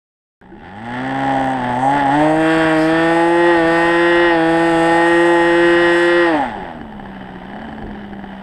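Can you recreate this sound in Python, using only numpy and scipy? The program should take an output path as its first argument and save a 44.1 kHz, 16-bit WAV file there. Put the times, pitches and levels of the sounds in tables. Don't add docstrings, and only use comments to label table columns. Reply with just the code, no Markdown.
import sys
import numpy as np
from scipy import signal
from scipy.fft import rfft, irfft, next_fast_len
from scipy.io import wavfile
from scipy.ndimage import uniform_filter1d, map_coordinates

SR = 44100
rng = np.random.default_rng(int(sys.argv[2]) if len(sys.argv) > 2 else 0)


def wav_out(sig):
    wavfile.write(sys.argv[1], SR, np.round(np.clip(np.atleast_2d(sig).T, -1, 1) * 32767).astype(np.int16))


def decibels_to_gain(level_db):
    exponent = np.asarray(level_db, float) / 20
    return 10 ** exponent


N = 371322
START_S = .4126

# t/s, miss chance after a firing [0-1], miss chance after a miss [0-1], gas noise share [0-1]
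MIXTURE = [(.4, .1, 0, .5), (.9, .2, 0, .3), (1.0, .97, 0, .17), (1.45, .97, .05, .22), (1.55, .95, .3, .4),
           (1.72, .95, .2, .5), (1.76, .1, .3, .28), (1.92, .1, .1, .22), (1.95, .9, .1, .28),
           (2.08, .9, .1, .3), (2.12, .05, 0, .3), (2.9, .04, 0, .25), (3.1, 0, 0, .12), (6.2, 0, 0, .12),
           (6.4, .2, .2, .5), (6.6, 0, 0, .8), (6.8, 0, 0, .985), (8.5, 0, 0, .985)]
# f/Hz, response/dB
CLATTER_RESPONSE = [(3500, -16), (5000, -22), (6000, -7.5), (6400, -4.5), (6950, -4), (7400, -6), (7800, 8),
                    (8400, 8), (9200, -9), (10500, -30.5), (15500, -45.5)]


def unit(x):
    return x / np.sqrt(np.mean(x ** 2) + 1e-20)


def curves(rows):
    s, *cols = np.transpose(rows)
    return [np.interp(np.arange(N) / SR, s, c) for c in cols]


def against(speed_hz, rows):
    hz, *cols = np.transpose(rows)
    return [np.interp(speed_hz, hz, c) for c in cols]


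def wobble(rate_hz, depth_db=None):
    knots = rng.standard_normal(int(N * rate_hz / SR) + 2)
    if depth_db is not None:
        knots = decibels_to_gain(depth_db * knots)
    return np.interp(np.arange(N) * (rate_hz / SR), np.arange(len(knots)), knots)


def coloured(x, points):
    hz, db = np.transpose(points)
    log_bins = np.log(np.fft.rfftfreq(4096, 1 / SR) + 1)
    cepstrum = irfft(np.log(decibels_to_gain(np.interp(log_bins, np.log(hz), db))))
    cepstrum[1:2048] *= 2
    cepstrum[2049:] = 0
    return signal.fftconvolve(x, irfft(np.exp(rfft(cepstrum))))[:N]


def resonant(x, *stages):
    size = next_fast_len(N + SR // 4)
    f, z = np.fft.rfftfreq(size, 1 / SR), rfft(x, size)
    for modes in stages:
        gain = 0
        for k, (hz, width, db) in enumerate(modes):
            gain = gain + (-1) ** k * decibels_to_gain(db) * 1j * f * width / (hz * hz - f * f + 1j * f * width)
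        z = z * gain / (1 + 1j * f / (2 * modes[-1][0])) ** 4
    return irfft(z, size)[:N]


def pulses(times_s, sizes):
    at = np.asarray(times_s)[:, None] * SR
    taps = np.floor(at) + np.arange(-7, 9)
    shape = np.sinc(taps - at) * np.cos(np.pi * (taps - at) / 16) ** 2
    index = np.clip(taps, 0, N - 1).astype(int)
    return np.bincount(index.ravel(), (shape * np.c_[sizes]).ravel(), N)


def mix(clean, noise, share):
    return np.sqrt(1 - share) * clean + np.sqrt(share) * unit(noise)


def wind():
    # t/s, strength/dB
    gusts = [(0.45, -43), (1.22, -46), (3.35, -44), (3.7, -42.5), (3.77, -45), (3.84, -43.5), (4.39, -43),
             (6.54, -45.5), (6.56, -41), (7.38, -46), (7.84, -41.5), (8.4, -47)]
    # f/Hz, response/dB
    rumble = [(5, -69), (15, -9), (40, -7.5), (90, -15), (200, -13), (400, -12), (2000, -100.5)]
    noise = coloured(rng.standard_normal(N), rumble)
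    return decibels_to_gain(curves(gusts)[0] + 7) * unit(decibels_to_gain(2.9 * wobble(14)) * noise)


def shaft_speed():
    # t/s, speed/Hz
    throttle = [(.42, 61.5), (.53, 63.2), (.84, 116), (1.09, 133.5), (1.26, 136), (1.56, 130.8),
                (1.75, 123), (1.92, 142.1), (2.2, 152), (2.4, 159.4), (3.18, 169), (3.5, 173),
                (6.23, 173.4), (6.3, 166), (6.53, 104.8), (6.7, 82), (7.0, 66.88), (7.42, 60.75)]
    # t of low point/s, depth/Hz, fall/s, recovery/s
    sags = [
        (1.62, 6, 0.066, 0.075),
        (2.09, 13, 0.12, 0.053),
        (2.8, 7.5, 0.21, 0.22),
        (3.63, 9, .13, 0.26),
        (4.4, 10, .14, 0.46),
        (4.81, 4, .16, .25),
        (5.392, 2, 0.063, 0.42),
        (7.639, -14, .22, .6),
    ]
    inertia_s = 0.031
    t = np.arange(N) / SR
    sag_hz = 0
    for s, depth_hz, fall_s, recovery_s in sags:
        fall = np.clip(1 + (t - s) / fall_s, 0, 1)
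        sag_hz = sag_hz + depth_hz * fall * np.exp(-np.clip(t - s, 0, 9) / recovery_s)
    return uniform_filter1d(curves(throttle)[0] - sag_hz, int(inertia_s * SR))


def levels(steady_hz, law, coast_db, unsteady_db):
    full_coast_hz_per_s, wander_hz = 220, 6
    slowing = -uniform_filter1d(np.gradient(steady_hz) * SR, SR // 10)
    coast = np.clip(slowing / full_coast_hz_per_s, 0, 1)
    return [db + loss * coast + unsteady_db * wobble(wander_hz)
            for db, loss in zip(against(steady_hz, law), coast_db)]


def shaft_tones(steady_hz, turns):
    # speed/Hz, 1st/dB, 2nd/dB, 3rd/dB, 4th/dB
    tones = [(62, -56, -53, -35.5, -46), (68.6, -48, -50, -32, -51), (94.4, -38, -34.5, -42.5, -35),
             (124.4, -31, -25.5, -35.5, -66), (140.7, -29, -22, -51, -49), (152, -27.5, -16, -28, -19.5),
             (166.1, -28.5, -17, -21.5, -23.5), (168.8, -32, -15.5, -24.5, -30),
             (173, -34, -13.5, -19.5, -67)]
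    coast_db = [-13, -1.5, -3, -1]
    out = 0
    for k, db in enumerate(levels(steady_hz, tones, coast_db, unsteady_db=0.98)):
        gain = np.sqrt(2) * decibels_to_gain(db + 0.37 * wobble(25))
        out = out + gain * np.sin(2 * np.pi * (k + 1) * turns + 1.03 * k * k)
    return out


def firings(times_s, chance):
    miss, again, _ = (c[(times_s * SR).astype(int)] for c in curves(MIXTURE))
    fired = np.ones(len(times_s), bool)
    for k in range(1, len(times_s)):
        fired[k] = chance[k] > (miss[k] if fired[k - 1] else again[k])
    return fired


def gas_noise(turns, noisy):
    gate = 1.5 - noisy + np.exp(-3.0 * (turns % 1))
    return unit(gate * rng.standard_normal(N))


def muffler_boom(puffs, turns, noisy):
    # f/Hz, width/Hz, level/dB
    can = [(833, 66, 0)]
    # f/Hz, width/Hz, level/dB
    gas_modes = [(594, 197, -1.5), (842, 210, 3)]
    hum = unit(resonant(puffs, can, [(774.0, 290, 0)]))
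    return mix(hum, resonant(gas_noise(turns, noisy), gas_modes), np.clip(.1 + noisy ** 4, 0, 1))


def echoed(x):
    # delay/s, level/dB
    echoes = [(0, 17), (.0012, 4), (.0023, 18), (.0031, 20.5), (.0044, 11), (.0067, 13.5)]
    delay_s, db = np.transpose(echoes)
    train = pulses(delay_s + 0.00015, decibels_to_gain(db) * (-1) ** np.arange(len(db)))
    return signal.fftconvolve(x, train[:SR // 50])[:N]


def exhaust_bark(barks, turns, noisy, full):
    # f/Hz, response/dB
    response = [(120, -22.5), (400, -18), (800, 2.5), (1150, -5), (1650, 3), (1950, 1.5), (2200, -9.5),
                (2950, -11.5), (3200, -10.5), (3550, -13), (4250, -27), (4700, -22.5), (5400, -29.5),
                (7000, -51)]
    clean = mix(unit(coloured(barks, response)), howl(turns), 0.71 * full)
    return mix(clean, coloured(gas_noise(turns, noisy), response), np.clip(.03 + noisy, 0, .985))


def cylinder_tick(ticks, turns, noisy, full):
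    # f/Hz, response/dB
    air = [(8000, -53), (9400, -4.5), (10000, -1), (10900, -9.5), (11600, -10), (12600, -16.5),
           (14000, -24), (15500, -28)]
    rebounds = np.roll(ticks, 75) + 0.56 * np.roll(ticks, 140)
    rattle = ticks + (0.64 + 0.28 * full) * rebounds
    clatter = mix(unit(rattle), gas_noise(turns, noisy), noisy ** 1.6)
    tick = unit(coloured(clatter, CLATTER_RESPONSE))
    tick = tick + decibels_to_gain(-20 + 9.9 * full) * unit(coloured(clatter, air))
    loose = (1 - full) * (1 - noisy)
    rasp = loose * unit(resonant(ticks, [(6000, 140, 0)], [(5850, 620, 0)]))
    ping = loose * unit(resonant(ticks, [(8050, 350, 0)], [(8100, 670, 0)]))
    return drifting(tick + decibels_to_gain(-7) * rasp + decibels_to_gain(-15) * ping, depth_db=1.5)


def drifting(x, depth_db):
    z = signal.stft(x, nperseg=256)[2]
    bins, frames = z.shape
    knots = rng.standard_normal((bins // 2 + 2, frames // 80 + 2))
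    field = map_coordinates(knots, np.mgrid[:bins, :frames] / [[[2]], [[80]]], order=1)
    return signal.istft(z * decibels_to_gain(depth_db * field), nperseg=256)[1][:N]


def exhaust(steady_hz, speed_hz, turns):
    # speed/Hz, muffler boom/dB, exhaust bark/dB, cylinder tick/dB
    law = [(57, -34.5, -40.5, -70), (69.5, -32.5, -41.5, -69), (84.6, -30.5, -36, -62),
           (101, -27, -37, -60), (111, -26.5, -33, -57), (123, -19, -29, -51), (136, -15, -29.5, -47.5),
           (151.5, -13.5, -23.5, -44), (163.5, -21, -24.5, -48), (167.55, -17, -22, -44.5),
           (173, -22, -21.5, -46.5)]
    coast_db = [-1.5, -2, -8]
    boom_db, bark_db, tick_db = levels(steady_hz, law, coast_db, unsteady_db=2.25)
    _, again, noisy = curves(MIXTURE)
    full = np.clip((speed_hz - 146) / 16, 0, 1)

    times_s = np.interp(np.arange(1, int(turns[-1])), turns, np.arange(N) / SR)
    draw = rng.standard_normal((len(times_s), 4))
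    fired = firings(times_s, rng.random(len(times_s)))
    even = 1 / np.sqrt(speed_hz[(times_s * SR).astype(int)])
    burn_s = times_s + 8e-6 * draw[:, 1]
    puffs = pulses(times_s, -even * decibels_to_gain(1.0 * draw[:, 0]) * np.where(fired, 1, .85))
    barks = echoed(pulses(burn_s, -even * decibels_to_gain(1.3 * draw[:, 2]) * np.where(fired, 1, .45)))
    ticks = pulses(burn_s, even * decibels_to_gain(1.64 * draw[:, 3]) * np.where(fired, 1.1, .15))

    boom = muffler_boom(puffs, turns, noisy)
    bark = exhaust_bark(barks, turns, noisy, full)
    tick = cylinder_tick(ticks, turns, noisy, full)
    stumble = resonant(pulses(times_s, 1.0 - fired), [(212, 270, 6.5), (630, 270, -1)])
    whistle = noisy ** 4 * unit(resonant(gas_noise(turns, noisy), [(3005, 110, 0)]))
    out = decibels_to_gain(boom_db - 1.5) * boom + decibels_to_gain(bark_db + 3.0) * bark
    out = out + decibels_to_gain(tick_db - 1.36 + 9 * again) * tick
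    return out + decibels_to_gain(bark_db + 36.0) * (1 - 0.31 * full) * stumble + decibels_to_gain(bark_db - 9) * whistle


def knocks():
    # t/s, f/Hz, level/dB, t60/s, rise/s
    bumps = [
        (.415, 1600, -31, .02, .001),
        (.517, 336, -17, .11, .03),
        (.518, 1500, -38, .05, .003),
        (.46, 900, -32, .015, .0005),
        (.59, 2700, -40, .03, .003),
        (.845, 2800, -32, .02, .002),
        (1.4555, 11000, -27, .0006, .00002),
    ]
    out, t = np.zeros(N), np.arange(SR // 4) / SR
    for s, hz, db, t60_s, rise_s in bumps:
        envelope = decibels_to_gain(db - 60 * t / t60_s) * (1 - np.exp(-t / rise_s))
        out[round(s * SR):][:len(t)] += envelope * np.sin(2 * np.pi * hz * t)
    return out


def howl(turns):
    # multiple of firing rate [1], level/dB
    overtones = [(6, -16), (7, -16.5), (8, -17), (9, -17), (10, -14), (11, -9.5), (12, -22), (13, -54),
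                 (14, -28), (15, -21.5), (16, -26.5), (17, -22.5), (18, -59), (19, -36.5), (20, -25.5),
                 (21, -28.5), (22, -37), (23, -34.5), (24, -41), (25, -35.5), (26, -44), (27, -50),
                 (28, -33), (29, -48.5), (30, -39), (31, -36)]
    return sum(decibels_to_gain(db) * wobble(7, depth_db=2.0) * np.sin(2 * np.pi * (k * turns + rng.random()))
               for k, db in overtones)


def prop_wash():
    # t/s, half length/s, level/dB
    puff = (2.83, 0.081, -40)
    # f/Hz, response/dB
    grit = [(2500, -32), (4200, 0), (5000, 1.5), (6000, -12), (10000, -12), (15500, -31)]
    s, half_s, db = puff
    swell = np.exp(-((np.arange(N) / SR - s) / half_s) ** 2)
    return decibels_to_gain(db) * swell * unit(coloured(rng.standard_normal(N), grit))


def idle_pops():
    # t/s, peak/dB, ring/dB
    pops = [(6.8129, -24.5, -54), (6.9237, -28, -58), (6.9973, -24.5, -60), (7.0572, -26, -61),
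            (7.1475, -38, -66), (7.166, -28, -65), (7.2133, -27.5, -65), (7.2896, -28.5, -77),
            (7.3584, -26.5, -59), (7.4551, -27.5, -60), (7.4999, -26.5, -60), (7.5331, -23, -57),
            (7.5621, -24, -57), (7.5915, -25.5, -56), (7.6175, -25, -51), (7.6444, -27.5, -65),
            (7.6858, -24.5, -54), (7.7267, -25, -55), (7.768, -37, -64), (7.7814, -25, -55),
            (7.823, -24, -53), (7.8669, -28.5, -56), (7.9108, -27, -55), (7.9532, -28.5, -59),
            (8.013, -29, -62), (8.043, -27.5, -66), (8.132, -25, -55), (8.1928, -27.5, -63),
            (8.239, -24, -58), (8.3298, -29, -63)]
    # f/Hz, level/dB, t60/s, delay/s
    cowl = [(270, 2, .022, -.0003), (780, 0, .035, .0003), (1700, 3, .011, .0003), (3030, -17, .03, .0006)]
    lead_s, rise_s = .001, .0006
    s, db, ring_db = np.transpose(pops)
    body = 0
    for hz, mode_db, t60_s, delay_s in cowl:
        t = np.clip(np.arange(SR // 20) / SR - lead_s - delay_s, 0, 1)
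        envelope = decibels_to_gain(mode_db - 60 * t / t60_s) * (1 - np.exp(-t / rise_s))
        body = body - envelope * np.sin(2 * np.pi * hz * t)
    thump = signal.fftconvolve(pulses(s - lead_s, decibels_to_gain(db + 2)), body)[:N]
    ring = resonant(pulses(s + 0.000983, decibels_to_gain(ring_db + 46.5)), [(4480, 82, 0), (5300, 360, -13)])
    tick = coloured(pulses(s + 0.000998, decibels_to_gain(ring_db + 14)), CLATTER_RESPONSE)
    return thump + ring + tick


def scene():
    fade_db, fade_s = -11, 0.81
    steady_hz = shaft_speed()
    speed_hz = steady_hz * (1 + 0.0019 * wobble(40))
    turns = np.cumsum(speed_hz) / SR
    fade = decibels_to_gain(fade_db * np.clip(1 - (np.arange(N) / SR - START_S) / fade_s, 0, 1))
    engine = shaft_tones(steady_hz, turns) + exhaust(steady_hz, speed_hz, turns) + idle_pops()
    return (fade * (wind() + engine) + knocks() + prop_wash())[None]


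def low_pass(x):
    return signal.sosfilt(signal.butter(12, 15820, fs=SR, output="sos"), x)


def record(dry):
    t = np.arange(N) / SR
    hiss = decibels_to_gain(-72) * rng.standard_normal(N) * np.clip(t - .3, 0, 1)
    edge = signal.butter(12, 14800, fs=SR, output="sos")
    return low_pass(signal.sosfilt(edge, (dry + hiss) * (np.arange(N) > START_S * SR)))


dry = scene()
out = record(dry)
wav_out(out)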